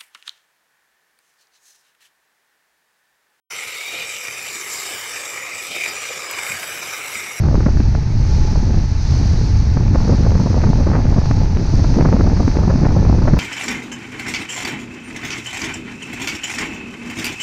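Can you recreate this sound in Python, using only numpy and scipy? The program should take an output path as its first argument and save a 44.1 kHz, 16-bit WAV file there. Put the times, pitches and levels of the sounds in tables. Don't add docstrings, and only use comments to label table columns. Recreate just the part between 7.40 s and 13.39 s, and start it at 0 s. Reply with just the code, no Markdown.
import sys
import numpy as np
from scipy import signal
from scipy.fft import rfft, irfft, next_fast_len
from scipy.io import wavfile
from scipy.ndimage import uniform_filter1d

SR = 44100
rng = np.random.default_rng(int(sys.argv[2]) if len(sys.argv) > 2 else 0)


def materialize(psi):
    bounded = np.clip(np.atleast_2d(psi).T, -1, 1)
    quanta = np.round(bounded * 32767).astype(np.int16)
    wavfile.write(sys.argv[1], SR, quanta)


N = 264145
TIME = np.arange(N) / SR
FFT_SIZE = 2 * next_fast_len(N // 2 + 1)
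BIN_HZ = np.maximum(np.arange(FFT_SIZE // 2 + 1) * SR / FFT_SIZE, 1)

# time_s, level_db
GUST_CURVE = [(0, -13.5), (.22, -12), (.5, -19.5), (.75, -15), (1.38, -10), (1.47, -18.5), (1.62, -34),
              (1.72, -11.5), (2.2, -15.5), (2.7, -4.5), (3.1, -8.5), (3.55, -2.5), (4.1, -7.5), (4.48, -7),
              (4.62, 0.5), (5.13, -5), (5.4, -0.5), (6, -5.5)]
# centre_s, rumble_db, buffet_db, half_width_s
SURGES_AND_LULLS = [(.66, -3, -3, .08), (0.857, -3, -9, 0.026), (1.091, -1, -1.5, 0.028),
                    (1.335, -0.5, 2.5, 0.12), (1.497, -4, -4.5, 0.052), (1.618, -4.5, -15, .03),
                    (2.69, -0.5, 6.5, 0.046), (3.026, -4.5, 2, 0.043), (3.096, -2.5, -7, 0.033),
                    (3.65, 1, -3, 0.026), (3.758, -2, -2.5, .025), (3.838, -3, -13, 0.043),
                    (4.08, -1, -7, .04), (4.207, -5, 2.5, .03), (4.282, -2.5, -6, 0.038),
                    (4.591, -2.5, 4, .04), (5.14, -6.5, -8, 0.026), (5.264, -2, 0.5, .05),
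                    (5.412, -4, 4, 0.031), (5.713, 1, 2.5, 0.095), (5.924, 0.5, 0, .04)]
# centre_s, crackle_db, thump_db, half_width_s, top_hz
HARD_EDDIES = [(0.037, -18.5, -21, 0.0025, 1490), (0.058, -25, -18.5, 0.013, 1600),
               (0.078, -36, -25, 0.0074, 1500), (0.086, -22, -16, 0.0035, 1470),
               (0.113, -24, -14, 0.0045, 1200), (0.128, -21, -18, 0.0037, 1050),
               (0.144, -13.5, -13, 0.0023, 990), (0.154, -16.5, -16.5, 0.0041, 1700),
               (0.18, -29, -8.5, 0.0036, 1800), (0.206, -19.5, -20, 0.0036, 1860),
               (0.23, -24, -14, 0.0026, 2400), (0.262, -18, -23, 0.0013, 2100),
               (0.266, -17, -9.5, 0.005, 2000), (0.285, -20, -19, 0.0061, 1400),
               (0.372, -19, -8.5, 0.0011, 1790), (0.403, -23.5, -11.5, 0.0049, 2650),
               (0.551, -17, -18, 0.0032, 1750), (1.158, -20, -32, 0.0036, 1300),
               (1.345, -25, -13, 0.0014, 1400), (1.938, -26, -14, 0.0061, 1400),
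               (2.372, -19, -10.5, 0.004, 1700), (2.407, -24, -14.5, 0.0042, 1200),
               (2.547, -23, -18, 0.009, 1900), (2.557, -15, -19, 0.0045, 1476),
               (2.603, -20, -14, 0.003, 1290), (2.613, -22, -26, 0.0027, 1050),
               (2.679, -21.5, -20, 0.003, 1500), (2.695, -20, -8, 0.0061, 1300),
               (2.722, -15, -14, 0.002, 1710), (2.738, -24, -10.5, 0.011, 1500),
               (2.8, -31, -28, 0.0027, 1100), (2.807, -28, -9, 0.0035, 1000),
               (2.851, -21, -14.5, 0.0029, 1700), (2.868, -15.5, -19, 0.005, 1200),
               (2.919, -17.5, -34, 0.0028, 1094), (2.954, -18, -13.5, 0.0042, 1200),
               (3.001, -18.5, -5.5, 0.0046, 1300), (3.017, -22, -8, .003, 1200),
               (3.061, -21, -10.5, 0.0029, 1200), (3.071, -17, -20, .005, 1100),
               (3.104, -23.5, -15.5, 0.0046, 1200), (3.115, -19, -15.5, 0.0017, 1100),
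               (3.143, -16.5, -18, 0.0035, 1180), (3.154, -22, -21, 0.0026, 900),
               (3.168, -18, -15.5, .002, 1000), (3.178, -18, -11.5, 0.0067, 1100),
               (3.204, -24, -22, 0.0025, 1500), (3.24, -14.5, -28, 0.0046, 1793),
               (3.271, -21, -15, 0.008, 1600), (3.29, -24, -9.5, 0.0025, 1300),
               (3.303, -16.5, -6, 0.0024, 1400), (3.332, -13.5, -22, 0.002, 1300),
               (3.357, -24, -17, .004, 1200), (3.388, -20.5, -27, 0.0033, 900),
               (3.41, -18, -25, 0.0048, 960), (3.423, -23.5, -19, 0.0042, 1100),
               (3.471, -15.5, -18, 0.0056, 1400), (3.488, -25, -9, .002, 1600),
               (3.501, -19.5, -16, 0.0032, 2000), (3.516, -17.5, -18, 0.0025, 1400),
               (3.535, -18, -27, 0.0067, 1910), (3.554, -15.5, -17, 0.0087, 1900),
               (3.589, -22, -17, 0.015, 1300), (3.654, -25, -9, 0.0032, 1690),
               (3.726, -19, -9.5, 0.0036, 1200), (3.765, -17, -14, 0.005, 1100),
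               (3.783, -17, -12, 0.0079, 1200), (3.912, -14, -13, 0.003, 2000),
               (4.017, -21, -21, 0.0029, 1110), (4.336, -26, -12, 0.0075, 1200),
               (4.445, -17.5, -20, 0.0044, 1486), (4.558, -22, -24, .003, 1300),
               (4.57, -18, -18, 0.0031, 1000), (4.587, -17.5, -9, 0.0065, 1116),
               (4.61, -15.5, -7, 0.004, 2267), (4.625, -19, -5, 0.002, 1710),
               (4.65, -13, -27, 0.0022, 1200), (4.657, -12.5, -6.5, 0.0055, 1700),
               (4.688, -17.5, -22, 0.0044, 1300), (4.719, -23, -14, .003, 1200),
               (4.727, -15, -13, 0.0027, 1900), (4.734, -13.5, -16, 0.0059, 1000),
               (4.744, -20, -9, 0.0017, 1100), (4.796, -19.5, -11, 0.0059, 1500),
               (4.809, -14.5, -10.5, 0.0037, 1600), (4.841, -20.5, -22, 0.0075, 900),
               (4.869, -17, -19, 0.0086, 1400), (4.918, -25, -8.5, 0.0018, 1000),
               (4.932, -22, -21, 0.0024, 1000), (4.97, -21.5, -12.5, 0.0052, 1920),
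               (5.003, -12.5, -13.5, 0.0065, 1116), (5.079, -15, -9, 0.0016, 2200),
               (5.156, -19.5, -23, 0.0045, 1225), (5.17, -18, -9, 0.0027, 2200),
               (5.188, -20, -19.5, 0.0053, 1300), (5.217, -21, -23, 0.0024, 1300),
               (5.235, -17, -21, 0.0049, 1512), (5.28, -14.5, -5.5, 0.0026, 1200),
               (5.304, -13.5, -26, 0.0083, 1390), (5.359, -19.5, -9, 0.0021, 1700),
               (5.383, -32, -12, .004, 1300), (5.402, -24, -13, 0.0021, 1900),
               (5.416, -30, -12, 0.0033, 1000), (5.434, -18, -13, .004, 1100),
               (5.453, -17, -20, 0.0081, 2090), (5.468, -15, -10, 0.0018, 1204),
               (5.491, -25, -20, 0.0028, 1400), (5.507, -17.5, -18, 0.0037, 1400),
               (5.52, -27, -24, 0.0018, 1200), (5.568, -15.5, -10.5, 0.0063, 1182),
               (5.628, -17, -21, 0.0027, 930), (5.697, -17, -17.5, 0.0053, 1200),
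               (5.727, -11.5, -15, 0.0017, 1002), (5.741, -23, -16, 0.002, 1200),
               (5.788, -21, -19, 0.0041, 1500), (5.821, -20, -10, 0.0031, 1400),
               (5.829, -20, -18, .002, 1500), (5.855, -15, -18, 0.003, 1200),
               (5.88, -12.5, -10.5, 0.009, 1800), (5.936, -17, -6, 0.002, 1500),
               (5.941, -18.5, -11, 0.0043, 1820), (5.971, -17.5, -18, 0.0055, 1700)]
# frequency_hz, relative_db
RUMBLE_SPECTRUM = [(8, -21), (18, -0.5), (32, -1.5), (70, -1), (95, -2), (125, -7), (170, -18.5),
                   (300, -33.5), (600, -68.5)]
BUFFET_SPECTRUM = [(60, -27.5), (100, -3.5), (135, 0), (175, -1.5), (240, -6), (320, -13), (450, -20.5),
                   (800, -36), (2000, -60)]
TEAR_SPECTRUM = [(180, -15), (330, 1), (480, -0.5), (800, 0.5), (1150, -11), (1700, -17.5), (2500, -19),
                 (4000, -39.5), (8000, -61.5)]
PUFF_SPECTRUM = [(130, 3.5), (300, 10.5), (550, 12.5), (1100, -1.5), (1700, -20.5), (2400, -7),
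                 (3400, -16.5), (8000, -40)]
# time_s, pitch_hz, level_db
GEAR_WHINE = [(0, 854.6, -48), (.75, 856, -54), (1.05, 856, -40), (1.35, 859, -49), (2.1, 862.4, -52),
              (2.6, 866, -43.5), (3.35, 865.5, -46), (3.72, 862, -43), (3.95, 864, -41), (4.2, 865, -51.5),
              (5, 863.7, -50), (5.4, 867, -40.5), (6, 870, -53)]
# multiple, sheltered_db, open_db
WHINE_OVERTONES = [(2, -64.5, -51.5), (3, -67, -60)]
# multiple_of_firing_rate, level_db
EXHAUST_ORDERS = [(1, -29), (2, -40), (3, -46.5), (4, -60), (5, -55), (6, -52.5), (8, -58), (9, -62.5),
                  (13, -67)]
# peak_s, level_db, hold_s
SPRAY_SHEETS = [(.18, -51.5, .15), (.4, -47.5, 0.11), (0.947, -39.5, 0.088), (1.35, -46, 0.07),
                (1.734, -38, 0.12), (2.043, -42.5, 0.09), (2.693, -40.5, 0.081), (3.02, -43.5, .35),
                (3.88, -42.5, 0.051), (4.35, -40.5, .2), (4.88, -46, 0.06), (5.06, -42, 0.025),
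                (5.42, -47, .16), (5.88, -46.5, 0.039)]
# frequency_hz, relative_db
HULL_SPECTRUM = [(120, 8), (300, 9.5), (520, -2.5), (700, 0), (900, 3), (1050, -4), (1500, -3.5),
                 (2000, -5), (2550, -7.5), (3100, -18.5), (4000, -19), (7000, -46)]
SPRAY_SPECTRUM = [(1000, -10.5), (2100, -18), (3000, -9.5), (3500, -8.5), (3900, -3), (4350, 2),
                  (5100, 0.5), (6000, 1), (6400, -2), (6900, -12), (7600, -22), (8700, -24), (10200, -32),
                  (11600, -49.5)]


def wind(gust_db, rumble_db=-12.5, buffet_db=-18, tear_db=-33.5):
    rumble_surge_db, buffet_surge_db = surges()
    stir_db = gust_db + 2.0 * np.tanh(drift(rate_hz=15))
    fits = 2 * np.tanh(drift(rate_hz=62) / 2)
    rumble = steadied(noise(RUMBLE_SPECTRUM), window_s=0.034, share=1.0)
    buffet = steadied(noise(BUFFET_SPECTRUM) * from_db(5.5 * fits), window_s=0.059, share=1.0)
    tear = steadied(noise(TEAR_SPECTRUM) * from_db(4.0 * fits), window_s=0.058, share=0.76)
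    rumble *= from_db(rumble_db + rumble_surge_db + 1.5 * drift(rate_hz=24))
    buffet *= from_db(buffet_db + buffet_surge_db + 0.53 * stir_db)
    tear *= from_db(tear_db + 0.48 * buffet_surge_db + 0.71 * stir_db)
    return rumble + buffet + tear


def surges():
    centre_s, rumble_db, buffet_db, half_width_s = np.transpose(SURGES_AND_LULLS)
    shapes = np.exp(-((TIME - centre_s[:, None]) / half_width_s[:, None]) ** 2)
    return rumble_db @ shapes, buffet_db @ shapes


def eddies(gust_db, puff_db=-5.5, jolt_db=12.0, thump_stretch=1.38):
    out = np.zeros(N)
    turbulence = steadied(noise(PUFF_SPECTRUM), window_s=0.0052, share=0.53)
    swirl = steadied(noise(BUFFET_SPECTRUM), window_s=0.031, share=0.39)
    all_eddies = np.vstack([HARD_EDDIES, lesser_eddies(gust_db)])
    for centre_s, crackle_db, thump_db, half_width_s, top_hz in all_eddies:
        centre = int(centre_s * SR)
        near = slice(max(centre - SR // 20, 0), centre + SR // 20)
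        since_s = TIME[near] - centre_s
        half_width_s = max(half_width_s, 0.001)
        passing = since_s / half_width_s
        puff = from_db(puff_db) * turbulence[near] * np.exp(-passing ** 2)
        jolts = from_db(jolt_db) * pressure_jolts(since_s, half_width_s)
        crackle = lowpass(puff + jolts, min(top_hz, SR / 4))
        thump = swirl[near] * np.exp(-(passing / thump_stretch) ** 2)
        out[near] += from_db(crackle_db) * crackle + from_db(thump_db) * thump
    return out


def lesser_eddies(gust_db, per_s=50, spread_db=8, clearance_s=0.012):
    count = int(per_s * N / SR) + 1
    timing, strength, width, brightness = rng.standard_normal((count, 4)).T
    centre_s = (np.arange(count) + 0.5 + 0.4 * timing) / per_s
    crackle_db = -22.5 + 1.12 * np.interp(centre_s, TIME, gust_db) + spread_db * np.tanh(strength)
    thump_db = crackle_db - 3
    half_width_s = 0.002 * np.exp(0.12 * width)
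    top_hz = 1420 * np.exp(0.46 * brightness)
    rows = np.column_stack([centre_s, crackle_db, thump_db, half_width_s, top_hz])
    to_hard_eddy_s = np.abs(centre_s[:, None] - np.array(HARD_EDDIES)[:, 0]).min(axis=1)
    return rows[(to_hard_eddy_s > clearance_s) & (centre_s > 0) & (centre_s < N / SR)]


def pressure_jolts(since_s, half_width_s, gap_s=0.0036, leak_hz=400, flank_db=-4.0, count=9):
    place = np.arange(count) - count // 2
    jitter, spread_db, polarity = rng.uniform(-1, 1, (3, count))
    on_flank = place != 0
    start_s = gap_s * (place + 0.3 * jitter * on_flank)
    span_s = half_width_s * np.where(place < 0, 1.0, 1.29)
    envelope = np.exp(-(start_s / span_s) ** 4)
    height = np.sign(polarity) * from_db(on_flank * (flank_db + spread_db)) * envelope
    age = 2 * np.pi * leak_hz * np.maximum(since_s - start_s[:, None], 0)
    return height @ ((age > 0) * (1 - age) * np.exp(-age))


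def microphone_overload(air, ceiling=0.88, top_hz=3070):
    rounded = air / (1 + (air / ceiling) ** 4) ** 0.25
    return lowpass(rounded, top_hz)


def engine(gust_db, full_shelter_db=-15, flutter_db=3.0, whine_cycles_per_firing=11.7):
    pitch_hz, whine_db = in_time(GEAR_WHINE)
    exposure = np.clip(1.0 - gust_db / full_shelter_db, 0, 1)
    shaft_waver = 0.0028 * drift(rate_hz=14)
    phase = 2 * np.pi * np.cumsum(pitch_hz * (1 + shaft_waver)) / SR
    gain = from_db(whine_db + flutter_db * drift(rate_hz=24))
    out = gain * np.sin(phase + 0.68 * drift(rate_hz=40))
    for multiple, sheltered_db, open_db in WHINE_OVERTONES:
        level_db = sheltered_db + exposure * (open_db - sheltered_db)
        gain = from_db(level_db + flutter_db * drift(rate_hz=11))
        out += gain * np.sin(multiple * (phase + 0.45 * drift(rate_hz=47)))
    for order, level_db in EXHAUST_ORDERS:
        gain = from_db(level_db + 4.5 * drift(rate_hz=30))
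        out += gain * np.sin(order * phase / whine_cycles_per_firing)
    return np.sqrt(2) * out


def water(hull_db=-36.0, splatter_db=0.69):
    spray_db = spray_level()
    hull = noise(HULL_SPECTRUM) * from_db(hull_db + 0.34 * (spray_db - spray_db.mean()))
    spray = noise(SPRAY_SPECTRUM) * from_db(spray_db + splatter_db * drift(rate_hz=59))
    return hull + spray


def spray_level(wake_db=-44, rise_s=0.12, fall_s=0.3):
    power = from_db(wake_db) ** 2
    for peak_s, level_db, hold_s in SPRAY_SHEETS:
        climb = np.exp(-(np.minimum(TIME - peak_s, 0) / rise_s) ** 2 / 2)
        fall = np.exp(-np.maximum(TIME - peak_s - hold_s, 0) / fall_s)
        power = power + (from_db(level_db) * climb * fall) ** 2
    return 10 * np.log10(power)


def from_db(db):
    return 10 ** (np.asarray(db) / 20)


def rms_one(x):
    return x / np.sqrt(np.mean(x ** 2) + 1e-20)


def lowpass(x, top_hz):
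    return signal.sosfilt(signal.butter(4, top_hz, fs=SR, output="sos"), x)


def in_time(rows):
    time_s, *columns = np.transpose(rows)
    return [np.interp(TIME, time_s, column) for column in columns]


def drift(rate_hz):
    white = rfft(rng.standard_normal(FFT_SIZE))
    return rms_one(irfft(white / (1 + (BIN_HZ / rate_hz) ** 2))[:N])


def noise(spectrum):
    hz, level_db = np.transpose(spectrum)
    gain = from_db(np.interp(np.log(BIN_HZ), np.log(hz), level_db))
    skirts = np.minimum(BIN_HZ / hz[0], 1) ** 2 * np.minimum(hz[-1] / BIN_HZ, 1) ** 2
    return rms_one(irfft(rfft(rng.standard_normal(FFT_SIZE)) * gain * skirts)[:N])


def steadied(x, window_s, share):
    size = int(window_s * SR)
    power = uniform_filter1d(uniform_filter1d(x ** 2, size), size)
    return rms_one(x / (np.maximum(power, 0) + 1e-9) ** (share / 2))


def scene():
    gust_db, = in_time(GUST_CURVE)
    boat = engine(gust_db) + water()
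    air = microphone_overload(wind(gust_db) + eddies(gust_db))
    return (air + boat)[None]


def record(dry, stopband_hz=15700):
    return signal.sosfilt(signal.cheby2(12, 70, stopband_hz, fs=SR, output="sos"), dry)


dry = scene()
out = record(dry)
materialize(out)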